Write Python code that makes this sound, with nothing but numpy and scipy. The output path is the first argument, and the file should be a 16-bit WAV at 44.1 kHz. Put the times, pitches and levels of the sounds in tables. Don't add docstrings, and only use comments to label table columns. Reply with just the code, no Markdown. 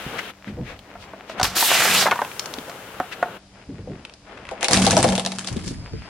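import sys
import numpy as np
from scipy import signal
from scipy.fft import rfft, irfft, next_fast_len
from scipy.io import wavfile
from scipy.ndimage import map_coordinates

SR = 44100
rng = np.random.default_rng(int(sys.argv[2]) if len(sys.argv) > 2 else 0)


def transcribe(u):
    v = np.clip(np.atleast_2d(u).T, -1, 1)
    q = np.round(v * 32767).astype(np.int16)
    wavfile.write(sys.argv[1], SR, q)


N = 268561
TIME = np.arange(N) / SR
AGE = np.arange(SR // 4) / SR

PASS_S = 3.39
TOP_HZ, TOY_TOP_HZ = 16100, 11250
SQUEEZE_S = (1.666, 2.04)
LOAD_S = (4.69, 5.09)

# frequency in Hz, level in dB before a common lift.
ENGINE_HUM = [(193.8, -59.5), (290.7, -64), (586.8, -77)]
# frequency in Hz, gain in dB.
RUMBLE_SPECTRUM = [(20, -22), (50, -3.5), (120, -6), (200, -13), (340, -24), (700, -74)]
# start in seconds, end in seconds, level in dB.
RUMBLES = [(0.037, 0.063, -52), (0.475, 0.66, -38.5), (1.382, 1.44, -35), (3.67, 3.94, -44),
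           (4.352, 4.51, -54), (4.683, 5.124, -35.5), (5.498, 5.808, -34), (5.907, 5.965, -33)]
RUMBLE_RISE_S, RUMBLE_FALL_DB_PER_S = 0.031, 135
# start in seconds, level in dB, pitch in Hz, 60 dB decay in seconds.
THUDS = [(0.063, -23, 156, 0.05), (0.471, -25, 207, 0.3), (0.574, -27, 492, 0.28), (0.59, -23.5, 130, 0.36),
         (1.43, -21, 120, 0.043), (2.582, -23, 266, 0.078), (2.999, -17.5, 260, 0.063),
         (3.688, -23, 272, 0.21), (3.782, -24.5, 94, 0.2), (3.874, -25.5, 494, .1),
         (3.898, -24.5, 194, 0.21), (5.512, -21.5, 114, 0.16), (5.563, -17, 181, 0.1),
         (5.638, -29, 181, 0.28), (5.672, -21, 194, 0.061), (5.707, -22, 232, .14),
         (5.935, -18.5, 123, .12)]
STEADY_RUMBLE_DB, WHINE_HZ = -56, 4900
LATE_WIDTH_DB = 19

# frequency in Hz, gain in dB.
ROAD_SPECTRUM = [(59, -24), (100, 1), (295, -0.5), (492, 4), (583, 1), (721, 1), (1080, -0.5), (1480, 5.5),
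                 (2420, -6), (2800, -5), (4200, -14), (8280, -23), (12100, -22.5), (16000, -25)]
# start in seconds, end in seconds, roll level in dB, initial hiss level in dB,
# start of the rasp's growth in seconds (complete before the tyre is heard), rasp level in dB
DEPARTURES = [(0.0, 0.305, -41, -49, -0.74, -39.5), (2.063, 3.371, -44.5, -44, 1, -47.5)]
HISS_FALL_DB_PER_S, GRIT_RISE_S = 10, .36
# frequency in Hz, gain in dB.
UNDER_SPECTRUM = [(59, -37), (100, -2), (164, -14.5), (188, -2), (345, -5), (455, -2.5), (512, -4),
                  (648, -2.5), (773, -5.5), (11000, -27), (14300, -68), (22000, -120)]
# start in seconds, contact in seconds, level in dB at contact.
APPROACHES = [(0.334, 1.39, -40), (3.386, 4.626, -42.5)]
CONTACT_M, SPEED_M_PER_S = 0.21, 0.66
# centre in seconds, level in dB, pitch in Hz, half length in seconds (to 1/e).
SCUFFS = [(0.193, -28.5, 1890, 0.011), (0.485, -44.5, 1810, 0.029), (0.604, -33.5, 200, 0.035),
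          (0.696, -41.5, 1970, 0.045), (1.027, -49, 3240, 0.032), (1.311, -43.5, 2680, 0.028),
          (1.389, -33.5, 1570, 0.011), (3.13, -32, 1900, 0.013), (3.74, -36, 140, 0.035),
          (3.91, -38.5, 204, 0.086), (4.377, -38.5, 1290, 0.0047), (4.498, -43, 1390, 0.024),
          (4.626, -33.5, 2120, 0.014), (4.655, -27, 2460, 0.014), (5.483, -36, 4170, 0.018),
          (5.684, -40.5, 4760, 0.029), (6.056, -51, 1850, 0.17)]

# frequency in Hz, width in Hz, gain in dB.
TREAD_MODES = [(380, 163, -8.5), (503, 52, 1), (664, 63, 1.5), (796, 75, 1), (897, 164, -6)]
# start in seconds, end in seconds, level in dB.
SURGES = [(1.41, 1.562, -42), (1.805, 2.092, -37.5), (4.703, 4.855, -21), (4.893, 4.966, -21.5),
          (5.02, 5.148, -22)]
SURGE_RISE_S, SURGE_FALL_DB_PER_S = 0.091, 330
CAVITY_HZ = (189.5, 234.3)
AFTER_RING_DB, AFTER_RING_END_S, AFTER_RING_FALL_DB_PER_S = -32, 5.29, 48
GROAN_DB, GROAN_FALL_DB_PER_S = -29.5, 72
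BOOM_DB, BOOM_RISE_S, BOOM_FALL_DB_PER_S = -23.5, 0.064, 330
JOLT_T60_S = 0.14

# start in seconds, level in dB before trim, pitch in Hz.
SNAPS = [(0.191, -14.5, 2100), (0.7916, -25.5, 3000), (1.4304, 1.5, 5100), (1.453, -6.5, 3350),
         (2.1125, -1.5, 2560), (2.2486, -17, 2220), (2.3156, -18.5, 2360), (2.395, -4.5, 5530),
         (2.4585, -14, 5350), (2.539, -12, 4970), (2.586, -18, 3500), (2.701, -36, 2930),
         (4.0509, -16.5, 2800), (4.0965, -26, 2860), (4.138, -26.5, 5160), (4.453, -22, 2180),
         (4.4687, -25, 2530), (4.49, -16.5, 2430)]
SNAP_T60_S = 0.022

# frequency in Hz, gain in dB.
AIR_SPECTRUM = [(59, -40), (100, -8), (135, -15), (185, -1), (398, -1.5), (705, 5.5), (1100, 1.5),
                (1310, 4.5), (2130, -3.5), (9020, -7.5), (10200, -10.5), (11900, -6.5), (16000, -13)]
# time in seconds, frequency in Hz.
GAP_RESONANCE = [(1.56, 4830), (1.72, 2700), (1.8, 2000), (1.86, 1730), (1.92, 2240), (1.96, 2320),
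                 (2.0, 5360), (2.04, 4100)]
GAP_DB = 5
# start in seconds, end in seconds, rush level in dB, spray level in dB.
JETS = [(1.426, 1.445, -23.5, -28), (1.55, 2.025, -22.5, -19)]
JET_ATTACK_S, JET_FALL_DB_PER_S, SEEP_DB = 0.019, 344, -44
WATER_S, WATER_RISE_S = 1.67, 0.03
WET_SPLUTTER_DB, WET_RUSH_DB, WET_SPRAY_DB = 4, 3, -6

# start in seconds, ring level in dB, nominal pitch in Hz,
# crack level in dB relative to the ring before trim.
POPS = [(0.954, -28.5, 730, -23), (1.134, -27, 613, -21), (1.297, -22.5, 680, -1), (1.398, -10.5, 768, 1),
        (1.413, -10, 776, 2.5), (1.444, -14.5, 950, 6), (1.626, -8.5, 925, -25), (1.714, -8, 700, -15),
        (2.056, -11.5, 614, -15), (2.065, -6.5, 1102, -23), (2.072, -11, 720, -1), (2.084, -12, 864, -13),
        (2.116, -3.5, 1160, -12), (2.124, -6.5, 934, -17), (2.158, -19, 970, -2), (2.19, -10.5, 940, -38),
        (2.217, -7.5, 836, -13), (2.696, -23, 684, 3), (3.001, -10, 716, -35), (3.227, -6, 704, -19)]
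# ratio to the nominal pitch, mean level in dB.
WALL_MODES = [(.3, -15.5), (0.522, -10.5), (0.739, -3), (0.998, 6), (1.218, 0), (1.502, -3.5), (1.95, -1.5),
              (2.55, -41)]
POP_T60_S = 0.049

# start in seconds, fracture level in dB before a
# common lift, shard pitch in Hz, jolt level in dB.
CRACKS = [(4.512, -46, 2250, -20.5), (4.6098, -21, 2430, -31), (4.6291, -7.5, 2120, -17),
          (4.645, -6.5, 2600, -16), (4.6835, -7.5, 4630, -14), (4.7106, -11, 2060, -13.5),
          (4.7325, 1, 5000, -27), (4.773, -8, 3950, -12.5), (4.866, -3, 4230, -7),
          (4.9085, -3.5, 6010, -34), (4.9293, -13, 2660, -10.5), (4.9679, -3, 5640, -3.5),
          (4.9968, -19, 5260, -25), (5.0285, -8, 8100, -20), (5.0425, -10, 1580, -2.5),
          (5.0887, -9.5, 3600, -12.5), (5.124, -17, 1840, -13.5), (5.1537, -10.5, 2700, -34),
          (5.179, -11, 3430, -13.5), (5.1965, -10, 3270, -20), (5.2502, -11.5, 3750, -25),
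          (5.2624, -8.5, 4050, -21), (5.3194, -15.5, 3920, -28.5), (5.3856, -14.5, 1490, -50),
          (5.3927, -18.5, 7100, -49), (5.41, -25, 1680, -43), (5.446, -22.5, 3480, -39),
          (5.474, -15.5, 4600, -31), (5.568, -26.5, 3770, -50), (5.679, -21, 5170, -53)]
# frequency in Hz, gain in dB.
SHELL_SPECTRUM = [(530, -8), (900, -11), (1040, -0.5), (1550, -3.5), (4720, -7), (7780, -7.5),
                  (10900, -11.5), (11400, -25), (12000, -38), (15600, -83), (22000, -120)]
CRACK_T60_S, SECOND_CRACK_S, SECOND_CRACK_DB = 0.011, .007, -9
CRACKLE_DB, CRACKLE_SAG_DB_PER_S, CRACKLE_FALL_DB_PER_S = -23.5, 19, 135
CHIP_DB = 11.5
DEBRIS_END_S, DEBRIS_DB = 5.69, -46

# frequency in Hz, side relative to mid in dB before each source's own width.
STEREO_WIDTH = [(60, -31), (300, -24), (900, -11.5), (2400, -5.5), (6000, 0), (15000, 0)]


def amp(db):
    return 10 ** (np.asarray(db) / 20)


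def unit(x):
    return x / np.sqrt(np.mean(x ** 2) + 1e-20)


def crest(x):
    return x / (np.abs(x).max() + 1e-20)


def fade(t60):
    return amp(-60 * AGE / max(t60, .002))


def swell(start_s, end_s, attack_s, fall_db_per_s):
    rise = np.clip((TIME - start_s) / attack_s, 0, 1)
    return rise * amp(-fall_db_per_s * np.maximum(TIME - end_s, 0))


def wobble(rate):
    knots = rng.standard_normal(int(N * rate / SR) + 4)
    return map_coordinates(knots, [TIME * rate])


def filtered(x, response):
    n = x.shape[-1]
    m = next_fast_len(n + 4096)
    return irfft(rfft(x, m) * response(np.fft.rfftfreq(m, 1 / SR)), m)[..., :n]


def colour(points):
    hz, db = np.transpose(points)
    return lambda f: amp(np.interp(np.log(f + 1), np.log(hz), db))


def resonant(modes):
    def response(f):
        return sum((-1) ** k * amp(db) * 1j * f * width / (hz * hz - f * f + 1j * f * width)
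                   for k, (hz, width, db) in enumerate(modes))
    return response


def band(x, lo_hz, hi_hz):
    return unit(filtered(x, lambda f: 1 / np.sqrt((1 + (lo_hz / (f + 1)) ** 8) * (1 + (f / hi_hz) ** 8))))


def noise(size=N):
    return rng.standard_normal((2, size))


def grains(rate, spread_db):
    sizes = amp(spread_db * np.minimum(rng.exponential(size=N), 3))
    return unit(noise() * sizes * (rng.random(N) < rate / SR))


def add(track, s, sound):
    part = track[:, max(round(s * SR), 0):][:, :sound.shape[-1]]
    part += sound[..., :part.shape[-1]]


def fracture(t60, tail_db):
    step = 4 * crest(np.exp(-AGE / .0001) * np.cos(2 * np.pi * 3500 * AGE)) * [[1], [.4]]
    tail = amp(tail_db) * fade(.1)
    return step + noise(len(AGE)) * (fade(t60) + tail)


def placed(pair, width_db, pan_db):
    mid = pair[0]
    side = amp(width_db) * filtered(pair[1], colour(STEREO_WIDTH))
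    shade = colour([(250, 0), (2200, pan_db / 2), (8000, 0)])
    return filtered(np.array([mid + side, mid - side]), lambda f: np.array([shade(f), 1 / shade(f)]))


def underbody(x):
    tail = noise(len(AGE)) * fade(0.32) * (AGE > .003)
    return signal.fftconvolve(x[:1], tail / np.linalg.norm(tail[0]), axes=1)[:, :N]


def radiated(x):
    x = filtered(x, lambda f: (1j * f / (1j * f + 90)) ** 2)
    return x + amp(-13.0) * underbody(x)


def glancing(x, wall_db, reach_s):
    lags = reach_s * rng.uniform(.15, 1, size=6)
    gain = amp(wall_db)

    def response(f):
        echoes = np.exp(-2j * np.pi * np.outer(lags, f)).sum(0)
        return (1 + gain * echoes) / np.sqrt(1 + len(lags) * gain ** 2)
    return filtered(x, response)


def background():
    hum = sum(amp(db + 3 + 2 * wobble(6)) * np.sin(2 * np.pi * hz * TIME + .3 * wobble(7))
              for hz, db in ENGINE_HUM)
    stretches = sum(amp(db) * swell(start, end, RUMBLE_RISE_S, RUMBLE_FALL_DB_PER_S)
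                    for start, end, db in RUMBLES)
    unsteady = amp(2.5 * wobble(12))
    rumble = unit(filtered(noise(), colour(RUMBLE_SPECTRUM)))
    out = (stretches + amp(STEADY_RUMBLE_DB)) * unsteady * rumble
    out[0] += hum
    whine = unit(filtered(noise(), resonant([(WHINE_HZ, 130, 0)])))
    out += amp(-69) * (TIME > PASS_S) * whine
    for s, db, hz, t60 in THUDS:
        push = crest(np.sin(2 * np.pi * hz * AGE) * AGE * fade(0.36 * t60))
        rough = filtered(noise(len(AGE)) * fade(t60), resonant([(hz, 0.75 * hz, 0), (490, 140, -14)]))
        thud = .7 * push + crest(band(rough, 40, 620))
        add(out, s, amp(db) * crest(thud))
    out[1] *= amp(LATE_WIDTH_DB * (TIME > LOAD_S[0]))
    return out


def grit(spectrum):
    stones = .35 * grains(rate=1200, spread_db=3)
    return filtered(noise() + stones, colour(spectrum))


def departure():
    road = grit(ROAD_SPECTRUM)
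    body = band(road, 110, 1170) * amp(2.0 * wobble(19))
    rasp = band(road, 2340, 4100)
    fizz = band(road, 6200, 17700)
    out = np.zeros((2, N))
    for start, end, roll_db, hiss_db, grit_s, grit_db in DEPARTURES:
        hiss = amp(hiss_db - HISS_FALL_DB_PER_S * np.maximum(TIME - start, 0))
        scrape = amp(grit_db) * np.clip((TIME - grit_s) / GRIT_RISE_S, .33, 1)
        rolling = amp(roll_db + 2.5) * body + amp(-1.5) * scrape * rasp + amp(-1) * hiss * fizz
        out += swell(start - .01, end, 0.0076, 830) * rolling
    return out


def approach():
    under = grit(UNDER_SPECTRUM)
    stones = band(grains(rate=70, spread_db=3), 500, 2600)
    body = (band(under, 130, 3160) + amp(-7.5) * stones) * amp(3.4 * wobble(14))
    fizz = band(grit([(5000, 4.5), (9000, -5.5), (16000, -10)]), 2050, 20000)
    out = swell(LOAD_S[1], TIME[-1], .3, 0) * (amp(-49.5) * body + amp(-58.5) * fizz)
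    for start, contact, db in APPROACHES:
        distance_m = CONTACT_M + SPEED_M_PER_S * np.maximum(contact - TIME, 0)
        rolling = amp(db) * CONTACT_M / distance_m * body + amp(-60.5) * fizz
        out += swell(start - .02, contact, 0.023, 600) * rolling
    return out


def scuffs():
    out = np.zeros((2, N))
    middle = AGE[-1] / 2
    for s, db, hz, length in SCUFFS:
        rub = unit(filtered(noise(len(AGE)), lambda f: resonant([(hz, hz, 0)])(f) ** 2))
        add(out, s - middle, amp(db) * rub * np.exp(-((AGE - middle) / length) ** 2))
    return out


def tyre():
    tread = resonant(TREAD_MODES)
    groan = unit(filtered(grains(rate=770, spread_db=1.5), tread))
    out = amp(GROAN_DB) * swell(*LOAD_S, .015, GROAN_FALL_DB_PER_S) * groan
    for s, _, _, db in CRACKS:
        blow = noise(len(AGE)) * (fade(JOLT_T60_S) + 2 * fade(0.0032))
        add(out, s, amp(db) * crest(filtered(blow, tread)))
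    ring = sum(amp(db) * swell(start, end, SURGE_RISE_S, SURGE_FALL_DB_PER_S) for start, end, db in SURGES)
    ring += amp(AFTER_RING_DB) * swell(LOAD_S[1], AFTER_RING_END_S, 0.19, AFTER_RING_FALL_DB_PER_S)
    quarter_turn = [[0], [np.pi / 2]]
    for hz, db in zip(CAVITY_HZ, (2, -10)):
        out += amp(db) * ring * np.sin(2 * np.pi * hz * TIME + .1 * wobble(16) + quarter_turn)
    boom = amp(BOOM_DB) * swell(*LOAD_S, BOOM_RISE_S, BOOM_FALL_DB_PER_S)
    boom += amp(-40) * swell(*SQUEEZE_S, 0.11, 58)
    boom += amp(-43.5) * swell(LOAD_S[1], DEBRIS_END_S, .1, 110)
    return out + boom * band(noise(), 95, 290)


def snaps():
    out = np.zeros((2, N))
    for s, db, hz in SNAPS:
        modes = resonant([(0.22 * hz, 0.23 * hz, -4), (hz, 0.36 * hz, 0)])
        tick = filtered(fracture(SNAP_T60_S, tail_db=-31), modes)
        add(out, s, amp(db - 3.0) * crest(tick))
    return out


def jet():
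    hz, t, z = signal.stft(noise() + 0.29 * grains(rate=1800, spread_db=8), SR, nperseg=256)
    centre = np.interp(t, *np.transpose(GAP_RESONANCE))
    z = z * amp(GAP_DB * np.exp(-(np.log((hz[:, None] + 1) / centre) / 0.28) ** 2))
    flow = filtered(signal.istft(z, SR, nperseg=256)[1][:, :N], colour(AIR_SPECTRUM))
    water = np.clip((TIME - WATER_S) / WATER_RISE_S, 0, 1)
    wet = band(flow, 150, 3000) * amp(1.7 * wobble(160) + wobble(30))
    mid = band(flow, 2350, 7600) * amp(0.81 * wobble(90))
    high = band(flow, 9300, 15600) * amp(1.8 * wobble(70.06))
    rush = amp(-7.5 + WET_SPLUTTER_DB * water) * wet + amp(-1.5 + WET_RUSH_DB * water) * mid
    spray = amp(-5.5 + WET_SPRAY_DB * water) * high
    seep = swell(JETS[0][0], JETS[1][0], JET_ATTACK_S, JET_FALL_DB_PER_S)
    out = amp(SEEP_DB) * seep * (1.9 * wet + 0.65 * mid + 0.17 * high)
    for start, end, rush_db, spray_db in JETS:
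        gust = swell(start, end, JET_ATTACK_S, JET_FALL_DB_PER_S)
        out += gust * (amp(rush_db) * rush + amp(spray_db) * spray)
    fizzle = amp(-45.5) * swell(*SQUEEZE_S, 0.086, 40) * (wet + 0.57 * mid + 0.16 * high)
    crinkle = amp(-28.5) * swell(*SQUEEZE_S, .1, 92) * band(grains(rate=210, spread_db=2), 430, 3100)
    return out + fizzle + crinkle


def bottle():
    out = np.zeros((2, N))
    ratio, mode_db = np.transpose(WALL_MODES)
    signs = (-1) ** np.arange(len(ratio))
    for s, db, hz, crack_db in POPS:
        detune, strength = rng.standard_normal((2, len(ratio)))
        swing = np.sin(2 * np.pi * np.outer(hz * ratio * (1 + 0.038 * detune), AGE))
        ring = (amp(mode_db + 2 * strength) * signs) @ swing * fade(POP_T60_S)
        crack = crest(band(noise(len(AGE)) * fade(0.031), 1700, 6100))
        rattle = crest(band(noise(len(AGE)) * fade(0.044), 400, 1630))
        pop = crest(ring) * [[1], [.6]] + amp(crack_db - 6.0) * crack + amp(-3.5) * rattle
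        add(out, s, amp(db) * pop)
    return out


def shard(hz):
    modes = resonant([(hz, .13 * hz, 5), (1.9 * hz, .1 * hz, 1)])
    shell = colour(SHELL_SPECTRUM)
    return crest(filtered(fracture(CRACK_T60_S, tail_db=-12), lambda f: shell(f) * (1 + modes(f))))


def splinters(count, pitch_hz, spread, cycles):
    start, end = LOAD_S[0], DEBRIS_END_S + .1
    when, pitch, size, angle = rng.random((count, 4)).T
    hz = np.minimum(pitch_hz * 2 ** (spread * (2 * pitch - 1)), TOY_TOP_HZ)
    phase = np.outer(hz, AGE[:SR // 80])
    rings = np.sin(2 * np.pi * phase) * amp(-60 * phase / cycles + 20 * size[:, None] ** 2)
    at = ((start + when * (end - start)) * SR).astype(int)[:, None] + np.arange(phase.shape[1])
    aims = (np.ones(count), np.cos(np.pi * angle))
    pair = np.array([np.bincount(at.ravel(), (rings * aim[:, None]).ravel(), N)[:N] for aim in aims])
    return unit(pair) * np.sqrt((end - start) * SR / N)


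def toy():
    out = np.zeros((2, N))
    spreads = rng.uniform(-1, 1, (len(CRACKS), 2))
    for (s, db, hz, _), (lag, size) in zip(CRACKS, spreads):
        add(out, s, amp(db + 3) * shard(hz))
        add(out, s + SECOND_CRACK_S * 2.0 ** lag, amp(db + 3 + SECOND_CRACK_DB) * shard(hz * 1.83 ** size))
    sag_db = CRACKLE_SAG_DB_PER_S * np.maximum(TIME - LOAD_S[0], 0)
    crush = amp(CRACKLE_DB - sag_db) * swell(*LOAD_S, 0.041, CRACKLE_FALL_DB_PER_S)
    level = crush + amp(DEBRIS_DB) * swell(LOAD_S[1], DEBRIS_END_S, 0.28, 87)
    for when, size, strength in rng.random(size=(60, 3)):
        s = LOAD_S[0] + when * (DEBRIS_END_S - LOAD_S[0])
        add(out, s, amp(CHIP_DB + 8.9 * strength) * level[int(s * SR)] * shard(2000 * 4 ** size))
    grinding = unit(filtered(grains(rate=2600, spread_db=2.5) + .4 * noise(), colour(SHELL_SPECTRUM)))
    crackle = 0.4 * splinters(count=900, pitch_hz=4200, spread=1.35, cycles=25) + 0.9 * grinding
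    return out + level * crackle * amp(-1.5 + 3 * wobble(90))


def scene():
    low = placed(background(), width_db=-1, pan_db=0)
    road = placed(approach() + scuffs() + departure(), width_db=1.5, pan_db=7.0)
    air = glancing(jet(), wall_db=-20, reach_s=.008)
    first = placed(radiated(bottle()), width_db=-8.5, pan_db=-0.5) + placed(air, width_db=-4.0, pan_db=-0.8)
    shards = glancing(radiated(toy() + snaps()), wall_db=-24.5, reach_s=0.0071)
    second = placed(shards, width_db=0.5, pan_db=0.7) + placed(tyre(), width_db=4.0, pan_db=6.0)
    return low + road + first + second


def record(dry):
    x = dry / (1 + np.abs(dry / .78) ** 4) ** (1 / 4)

    def low_pass(top_hz):
        return filtered(x, lambda f: 1 / (1 + (f / top_hz) ** 160))
    return np.where(TIME < PASS_S, low_pass(TOP_HZ), low_pass(TOY_TOP_HZ))


dry = scene()
out = record(dry)
transcribe(out)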